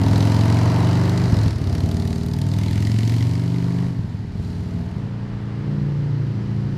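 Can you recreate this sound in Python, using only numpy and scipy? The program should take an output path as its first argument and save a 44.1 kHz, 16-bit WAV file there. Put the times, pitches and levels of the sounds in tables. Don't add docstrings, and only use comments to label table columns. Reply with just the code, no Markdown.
import sys
import numpy as np
from scipy import signal
from scipy.fft import rfft, irfft
from scipy.io import wavfile
from scipy.ndimage import uniform_filter1d

SR = 44100
rng = np.random.default_rng(int(sys.argv[2]) if len(sys.argv) > 2 else 0)


def linear_from_db(decibels):
    return 10 ** (np.asarray(decibels, float) / 20)


def output_pcm(signal):
    pcm = np.clip(np.atleast_2d(signal).T, -1, 1) * 32767
    wavfile.write(sys.argv[1], SR, np.round(pcm).astype(np.int16))


N = 298557
STEP = 8
SECOND_FIRING = 315 / 720

# (time [s], second over first firing [0-1], dulling [dB/octave])
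TWIN = [(0, 0.27, 1.5), (1.5, 0.51, 3), (2, 0.6, 0), (3.8, 0.48, -0.5), (4.2, 0.64, -0.5), (4.9, 0.4, -0.5),
        (5.1, 0.04, 2), (6, 1, 4.5), (6.77, 0.5, 3.5)]


def unit(x):
    return x / np.sqrt(np.mean(x ** 2) + 1e-20)


def in_time(rows):
    s, *columns = np.transpose(rows)
    return [np.interp(np.arange(N) / SR, s, c) for c in columns]


def at_hz(points, hz):
    points_hz, points_db = np.array(points)[:, 0], np.array(points)[:, 1]
    return np.interp(np.log(hz), np.log(points_hz), points_db)


def wander(hz):
    knots = rng.standard_normal(int(N / SR * hz) + 2)
    at_knot = np.arange(0, N, STEP) / SR * hz
    return uniform_filter1d(np.interp(at_knot, np.arange(len(knots)), knots), size=200)


def even(x):
    power = uniform_filter1d(uniform_filter1d(x ** 2, size=5000), size=5000)
    return x / np.sqrt(power + 1e-20)


def resonate(x, modes):
    out = 0
    for k, (hz, width_hz, db) in enumerate(modes):
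        r = np.exp(-np.pi * width_hz / SR)
        poles = [1, -2 * r * np.cos(2 * np.pi * hz / SR), r * r]
        zeros = [(1 - r * r) / 2, 0, (r * r - 1) / 2]
        out = out + (-1) ** k * linear_from_db(db) * signal.lfilter(zeros, poles, x + 1e-18)
    return out


def cut(x, hz, kind, order):
    return signal.sosfilt(signal.butter(order, min(hz, .45 * SR), kind, fs=SR, output="sos"), x)


def decay(x, t60_s):
    return signal.lfilter([1], [1, -linear_from_db(-60 / (t60_s * SR))], x)


def echoes(x, wet_db, dull_hz):
    t60_s, gap_s = 0.64, .012
    s = np.arange(SR) / SR
    tail = rng.standard_normal(SR) * linear_from_db(-60 * s / t60_s) * (s > gap_s)
    tail = cut(tail / np.sqrt(np.sum(tail ** 2)), dull_hz, "low", order=1)
    return x + linear_from_db(wet_db) * signal.fftconvolve(x, tail)[:N]


def firings(cycle, lag):
    turns = np.arange(-1, int(cycle[-1]) + 1)[:, None] + [0, SECOND_FIRING] + lag
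    at = np.interp(turns.ravel(), cycle, np.arange(N), left=-1, right=-1).astype(int)
    return at[at >= 0]


def clicks(at, sizes):
    out = np.zeros(N)
    out[at] = sizes
    return out


def strengths(cycle, mouth_db):
    # (time [s], peak [dB])
    hard = [(0.0618, -32), (0.1301, -24.5), (0.178, -21), (0.2034, -21), (0.2249, -20), (0.2713, -14),
            (0.3177, -17.5), (0.4529, -26), (1.7509, -26), (1.8023, -30), (1.914, -24), (1.9679, -32),
            (2.0737, -35), (2.3346, -26), (2.3855, -24), (2.4139, -25), (2.5356, -26), (2.585, -21),
            (2.8689, -26), (2.9143, -20), (2.9856, -22), (3.0305, -23), (3.0749, -21), (3.0939, -23)]
    over_mouth_db = 12
    at = firings(cycle, lag=0.)
    strength_db = 1.1 * rng.standard_normal(400)
    for s, peak_db in hard:
        k = np.argmin(abs(at - s * SR))
        strength_db[k] = np.clip(peak_db - mouth_db[at[k]] - over_mouth_db, 1, 5)
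    return linear_from_db(strength_db)


def twin_db(k, share):
    pair = abs(1 + share * np.exp(-2j * np.pi * k * SECOND_FIRING))
    return 20 * np.log10(pair / np.sqrt(1 + share ** 2))


def swell_db(k):
    # (time [s], multiple [-], half length [s], level [dB])
    main_rows = [(0.0, 4, 0.84, -5), (0.55, 7, 0.25, -2.5), (0.75, 9, 1, -1), (1.15, 7, 0.3, -2.5),
                 (1.5, 9, 0.15, -35), (2.4, 7, 0.2, 7), (2.5, 4, 0.099, -13), (3.05, 4, 0.15, -12),
                 (3.1, 7, 0.26, -6.5), (3.15, 5, 1, 0.8), (3.2, 9, 0.12, -20), (3.55, 4, 0.25, -6),
                 (3.8, 4, 0.17, 2), (5.8, 4, 0.15, -10.5), (6.0, 5, 0.37, 3.5), (6.1, 7, 0.15, -21)]
    # (time [s], multiple [-], half length [s], level
    # [dB])
    further_rows = [(0.1, 21, 0.32, 1), (0.1, 22, 0.53, -17), (0.5, 3, 0.57, -16), (0.5, 6, 0.67, -11),
                    (0.6, 18, 0.28, -17), (0.7, 20, 0.13, 17), (0.8, 4, 1, 0), (0.9, 11, 0.88, -7),
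                    (0.9, 12, 0.3, 4.5), (1.0, 19, 0.3, -12), (1.5, 13, 0.19, -14), (1.6, 14, 0.72, -10.3),
                    (1.8, 6, 0.39, -12), (1.9, 11, 0.71, -17), (2.0, 10, 0.29, 14), (2.1, 12, 0.31, 9.5),
                    (2.4, 15, 0.7, 9), (2.7, 8, 0.4, 8.5), (3.0, 10, 0.28, 9), (3.2, 11, 0.4, 4.5),
                    (3.3, 16, 0.72, -3.5), (3.5, 6, 0.61, -10.8), (3.6, 10, 0.35, -11.0),
                    (3.7, 13, 0.74, -12.1), (3.8, 4, 0.17, -6), (5.5, 13, 0.68, -16),
                    (.05, 21, 0.24, -6), (2.15, 21, 0.23, 4.5), (2.22, 5, 0.13, -3.5), (2.45, 45, .15, 10.5),
                (4.45, 12, 0.068, 7.5), (4.55, 5, .1, -1.5), (4.78, 9, 0.037, 8), (4.78, 12, 0.1, 11),
                (4.8, 5, 0.053, -1), (5.35, 5, 0.24, -6), (5.3, 18, 0.44, -8), (5.3, 19, 0.41, -0.5),
                (5.2, 12, 0.24, -2.5), (6.4, 5, 0.089, -10), (6.4, 19, .5, -4)]
    s = np.arange(0, N, STEP) / SR
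    rows = main_rows + further_rows
    return sum(db * np.exp(-((s - at) / half) ** 2) for at, which, half, db in rows if round(which) == k)


def pipe_tones(cycle, per_s, load_db, growl_db, muffler_db, loose):
    # (multiple [-], level under load [dB])
    strong = [(4, -2.5), (5, -2), (7, -8), (9, -13)]
    # (multiple [-], level under growl [dB])
    minor = [(2, -37), (3, -9.5), (6, -2), (8, -6), (10, -11.5), (11, -8.5), (12, -12), (13, -7.5),
             (14, -15), (15, -14), (16, -14), (17, -20), (18, -24), (19, -18.5), (20, -31.5)]
    # (frequency [Hz], level [dB])
    pipe_curve = [(75, -7.5), (92, -3), (110, -0.5), (125, -2.05), (145, -3), (175, 5), (200, -0.06),
                  (235, -7.5)]
    # (frequency [Hz], level [dB])
    growl_curve = [(120, -2.5), (250, 1), (340, -2.5), (402, 2), (460, -1.5), (580, 5)]
    # (frequency [Hz], level [dB])
    muffler_curve = [(370, -1), (405, 3.5), (450, -7), (540, -18), (650, -6.5), (720, -12.5), (800, -21.5),
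                     (900, -9), (1050, -16), (1250, -20)]
    controls = (cycle, per_s, load_db, growl_db, muffler_db, loose)
    cycle, per_s, load_db, growl_db, muffler_db, loose = (c[::STEP] for c in controls)
    share, dulling_db = (c[::STEP] for c in in_time(TWIN))
    share = np.clip(share, 0, .95)
    steady_db = load_db + 0.33 * loose
    levels = [(round(k), steady_db + db + at_hz(pipe_curve, round(k) * per_s)) for k, db in strong]
    for k, db in minor:
        k = round(k)
        colour_db = at_hz(growl_curve, k * per_s) - dulling_db * np.log2(k * per_s / 250)
        levels += [(k, growl_db + db + twin_db(k, share) + colour_db + 2.2 * wander(2.5))]
    for k in range(21, 48):
        colour_db = at_hz(muffler_curve, k * per_s) - 2.5
        levels += [(k, muffler_db + twin_db(k, share) + colour_db + 4 * wander(3.8))]
    out = 0
    for k, db in levels:
        pair = np.angle(1 + .9 * np.exp(-2j * np.pi * k * SECOND_FIRING))
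        slip = .75 * wander(1.2) + .012 * k * wander(4) + .06 * k * loose * wander(14)
        ring = -2.45 - 1.2 * np.arctan((k * per_s - 98) / 12) - .02 * k * k
        tone = np.cos(2 * np.pi * k * cycle + pair + ring + slip)
        out = out + np.sqrt(2) * linear_from_db(db + swell_db(k)) * tone
    return signal.resample_poly(out, STEP, 1)[:N]


def uneven_thump(cycle):
    # (frequency [Hz], width [Hz], level [dB])
    thump_modes = [(101, 25, -1.5), (150.5, 72, -5), (241.6, 104, -7.5)]
    at = firings(cycle, lag=0.0634)
    ring = resonate(clicks(at, rng.standard_normal(len(at))), thump_modes)
    ring = cut(cut(ring, 58.0, "high", order=4), 398, "low", order=2)
    return even(echoes(ring, wet_db=6.5, dull_hz=503))


def bark(cycle):
    # (frequency [Hz], width [Hz], level [dB])
    bark_modes = [(417, 107, -3.5), (631, 157, -3.5), (894, 150, -4)]
    at = firings(cycle, lag=.03)
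    hits = clicks(at, linear_from_db(0.83 * rng.standard_normal(len(at))))
    puff = (unit(decay(hits, 0.061)) + .6) * rng.standard_normal(N)
    ring = cut(resonate(puff, bark_modes), 260, "high", order=4)
    return even(echoes(ring, wet_db=1.5, dull_hz=1480))


def burst(cycle, modes, sharp_db, strength, t60_s, colour_db):
    at = firings(cycle, lag=0.)
    gate = decay(decay(clicks(at, strength[:len(at)]), t60_s), .004)
    latest = np.searchsorted(at, np.arange(N), "right") - 1
    bursts = 0
    for mode in modes:
        patch_db = 0.98 * wander(4.96)[at // STEP]
        colour = linear_from_db(patch_db + colour_db * rng.standard_normal(len(at)))[latest]
        bursts = bursts + resonate(unit(gate * colour * rng.standard_normal(N)), [mode])
    hiss = resonate(rng.standard_normal(N), modes)
    return even(echoes(linear_from_db(sharp_db) * bursts + hiss, wet_db=-6.5, dull_hz=9100))


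def rasp(cycle, sharp_db, strength):
    # (frequency [Hz], width [Hz], level [dB])
    rasp_modes = [(1070, 476, 1.5), (1930, 670, -1.5), (2960, 460, -6)]
    return burst(cycle, rasp_modes, sharp_db + 2.5, strength, t60_s=0.049, colour_db=0.5)


def crack(cycle, sharp_db, strength):
    # (frequency [Hz], width [Hz], level [dB])
    crack_modes = [(3900, 490, 9.5), (4650, 1130, 10), (6100, 280, 1)]
    ring = burst(cycle, crack_modes, sharp_db + 5.5, strength, t60_s=.022, colour_db=3.5)
    return cut(ring, 1800, "high", order=2)


def sizzle(cycle, sharp_db, strength):
    # (frequency [Hz], width [Hz], level [dB])
    sizzle_modes = [(6570, 1600, 4.5), (10100, 3500, 0.5), (12400, 3200, 0)]
    ring = burst(cycle, sizzle_modes, sharp_db - 1.5, strength, t60_s=.024, colour_db=4.5)
    return cut(ring, 6000, "high", order=2)


def header(cycle, mouth_db, strength):
    # (frequency [Hz], width [Hz], level [dB])
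    header_modes = [(1980, 310, 6), (3040, 1100, -1.5)]
    from_s, to_s, turn_s = 2.51, 4.0, 0.1
    s = np.arange(N) / SR
    facing = np.clip(np.minimum(s - from_s, to_s - s) / turn_s, 0, 1)
    ring = burst(cycle, header_modes, 7., strength, t60_s=.022, colour_db=2.8)
    return linear_from_db(mouth_db - 10 + 12.5 * facing) * ring


def street():
    # (frequency [Hz], level [dB per Hz])
    street_curve = [(350, -23), (600, -24), (697, 2), (1250, -2.5), (1810, -0.5), (2400, -5.5),
                    (4620, -9.5), (9760, -32), (15500, -54.5)]
    shape_db = at_hz(street_curve, np.fft.rfftfreq(N, 1 / SR) + 1)
    return linear_from_db(-51.5) * unit(irfft(rfft(rng.standard_normal(N)) * linear_from_db(shape_db), N))


def wind():
    lumps = linear_from_db(2.5 * unit(cut(rng.standard_normal(N), 4, "low", order=2)))
    rumble = cut(cut(rng.standard_normal(N), 62, "low", order=4), 38, "high", order=4)
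    return linear_from_db(-42.0) * unit(lumps * rumble)


def pops():
    # (time [s], peak [dB])
    pop_events = [(1.323, -3.5), (1.369, -9), (1.457, -8), (1.61, -10), (3.986, -11.5), (4.038, -13.5),
                  (4.139, -17), (4.242, -16), (4.349, -15), (4.392, -13), (4.62, -24), (4.703, -32),
                  (4.958, -20)]
    s, peak_db = np.transpose(pop_events)
    one = resonate(clicks([0], [1]), [(120, 100, -1.0), (208, 69, -6.5)])[:4000]
    one = cut(one, 250, "low", order=2)
    pushes = clicks(((s + 0.00582) * SR).astype(int), linear_from_db(peak_db - 3.0))
    return signal.fftconvolve(pushes, one / one.max())[:N]


def scene():
    # (time [s], four-stroke cycles [1/s])
    speed = [(0.0, 20.53), (0.6, 22.85), (1.25, 25.06), (1.32, 22.36), (1.5, 21.08), (1.58, 17.1),
             (1.7, 18.39), (1.95, 18.4), (2.45, 19.91), (3.4, 24.02), (3.87, 25.19), (4.3, 18.92),
             (4.95, 19.79), (4.97, 28.54), (5.3, 28.6), (5.7, 29.15), (5.95, 28.79), (6.77, 28.28)]
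    # (time [s], load [dB], nearness [dB], pipe mouth [dB])
    ride = [(0.0, -15.5, -33, -43.5), (0.15, -14, -31.5, -38.5), (0.8, -16, -30, -41.5),
            (1.47, -18.5, -35, -40.5), (1.58, -23.5, -41.5, -48), (1.72, -18, -38.5, -45),
            (2.28, -21.5, -44, -48), (2.65, -19, -42.5, -46), (3.15, -16, -45, -44.5),
            (3.4, -19.5, -44.5, -51), (3.85, -20.5, -43.5, -54), (3.95, -27, -49, -60),
            (4.3, -30, -53, -65), (4.45, -25.0, -48.5, -56), (5.1, -27, -46, -64), (5.55, -27, -44, -62),
            (5.72, -20.2, -44.5, -58.5), (6.77, -23, -45.5, -57)]
    # (time [s], looseness [-])
    looseness = [(0, .2), (1.22, .2), (1.3, 1.3), (1.9, 1.3), (2.05, .3), (3.85, .25), (3.92, 2.2),
                 (4.3, 2.2), (4.45, 1), (5, 1.3), (5.2, .75), (6.77, .7)]
    # (time [s], sharpness [dB])
    sharpness = [(0, -4), (1.3, -7), (1.6, -2), (2.4, 2), (3.1, -6.5), (3.3, -6.5), (3.9, -13),
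                 (4.95, -8.5), (5.1, -23)]
    per_s, = in_time(speed)
    cycle = -.287 + np.cumsum(per_s) / SR
    load_db, near_db, mouth_db = in_time(ride)
    loose, = in_time(looseness)
    sharp_db, = in_time(sharpness)
    _, dulling_db = in_time(TWIN)

    growl_db = load_db + 0.43 * (near_db - load_db) + 0.5 - 0.47 * dulling_db
    muffler_db = near_db + 0.35 * (near_db + 34) + 1.0 - 2.8 * dulling_db
    uneven_db = load_db - 15.5 + 8 * np.minimum(loose, 1.3)
    crack_db = mouth_db + 1.2 - .8 * dulling_db
    sizzle_db = crack_db - 4.5 - 1.17 * dulling_db
    strength = strengths(cycle, mouth_db)

    bike = pipe_tones(cycle, per_s, load_db, growl_db, muffler_db, loose)
    bike += linear_from_db(uneven_db) * uneven_thump(cycle)
    bike += linear_from_db(near_db - 3.5) * bark(cycle)
    bike += linear_from_db(near_db - 5) * rasp(cycle, sharp_db, strength)
    bike += linear_from_db(crack_db) * crack(cycle, sharp_db, strength)
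    bike += linear_from_db(sizzle_db) * sizzle(cycle, sharp_db, strength)
    bike += header(cycle, mouth_db, strength)
    bike += pops()
    return (bike + street() + wind())[None]


def low_pass(x):
    return signal.sosfilt(signal.butter(12, 15710, fs=SR, output="sos"), x)


def record(dry):
    return low_pass(cut(dry, 11400, "low", order=2))


dry = scene()
out = record(dry)
output_pcm(out)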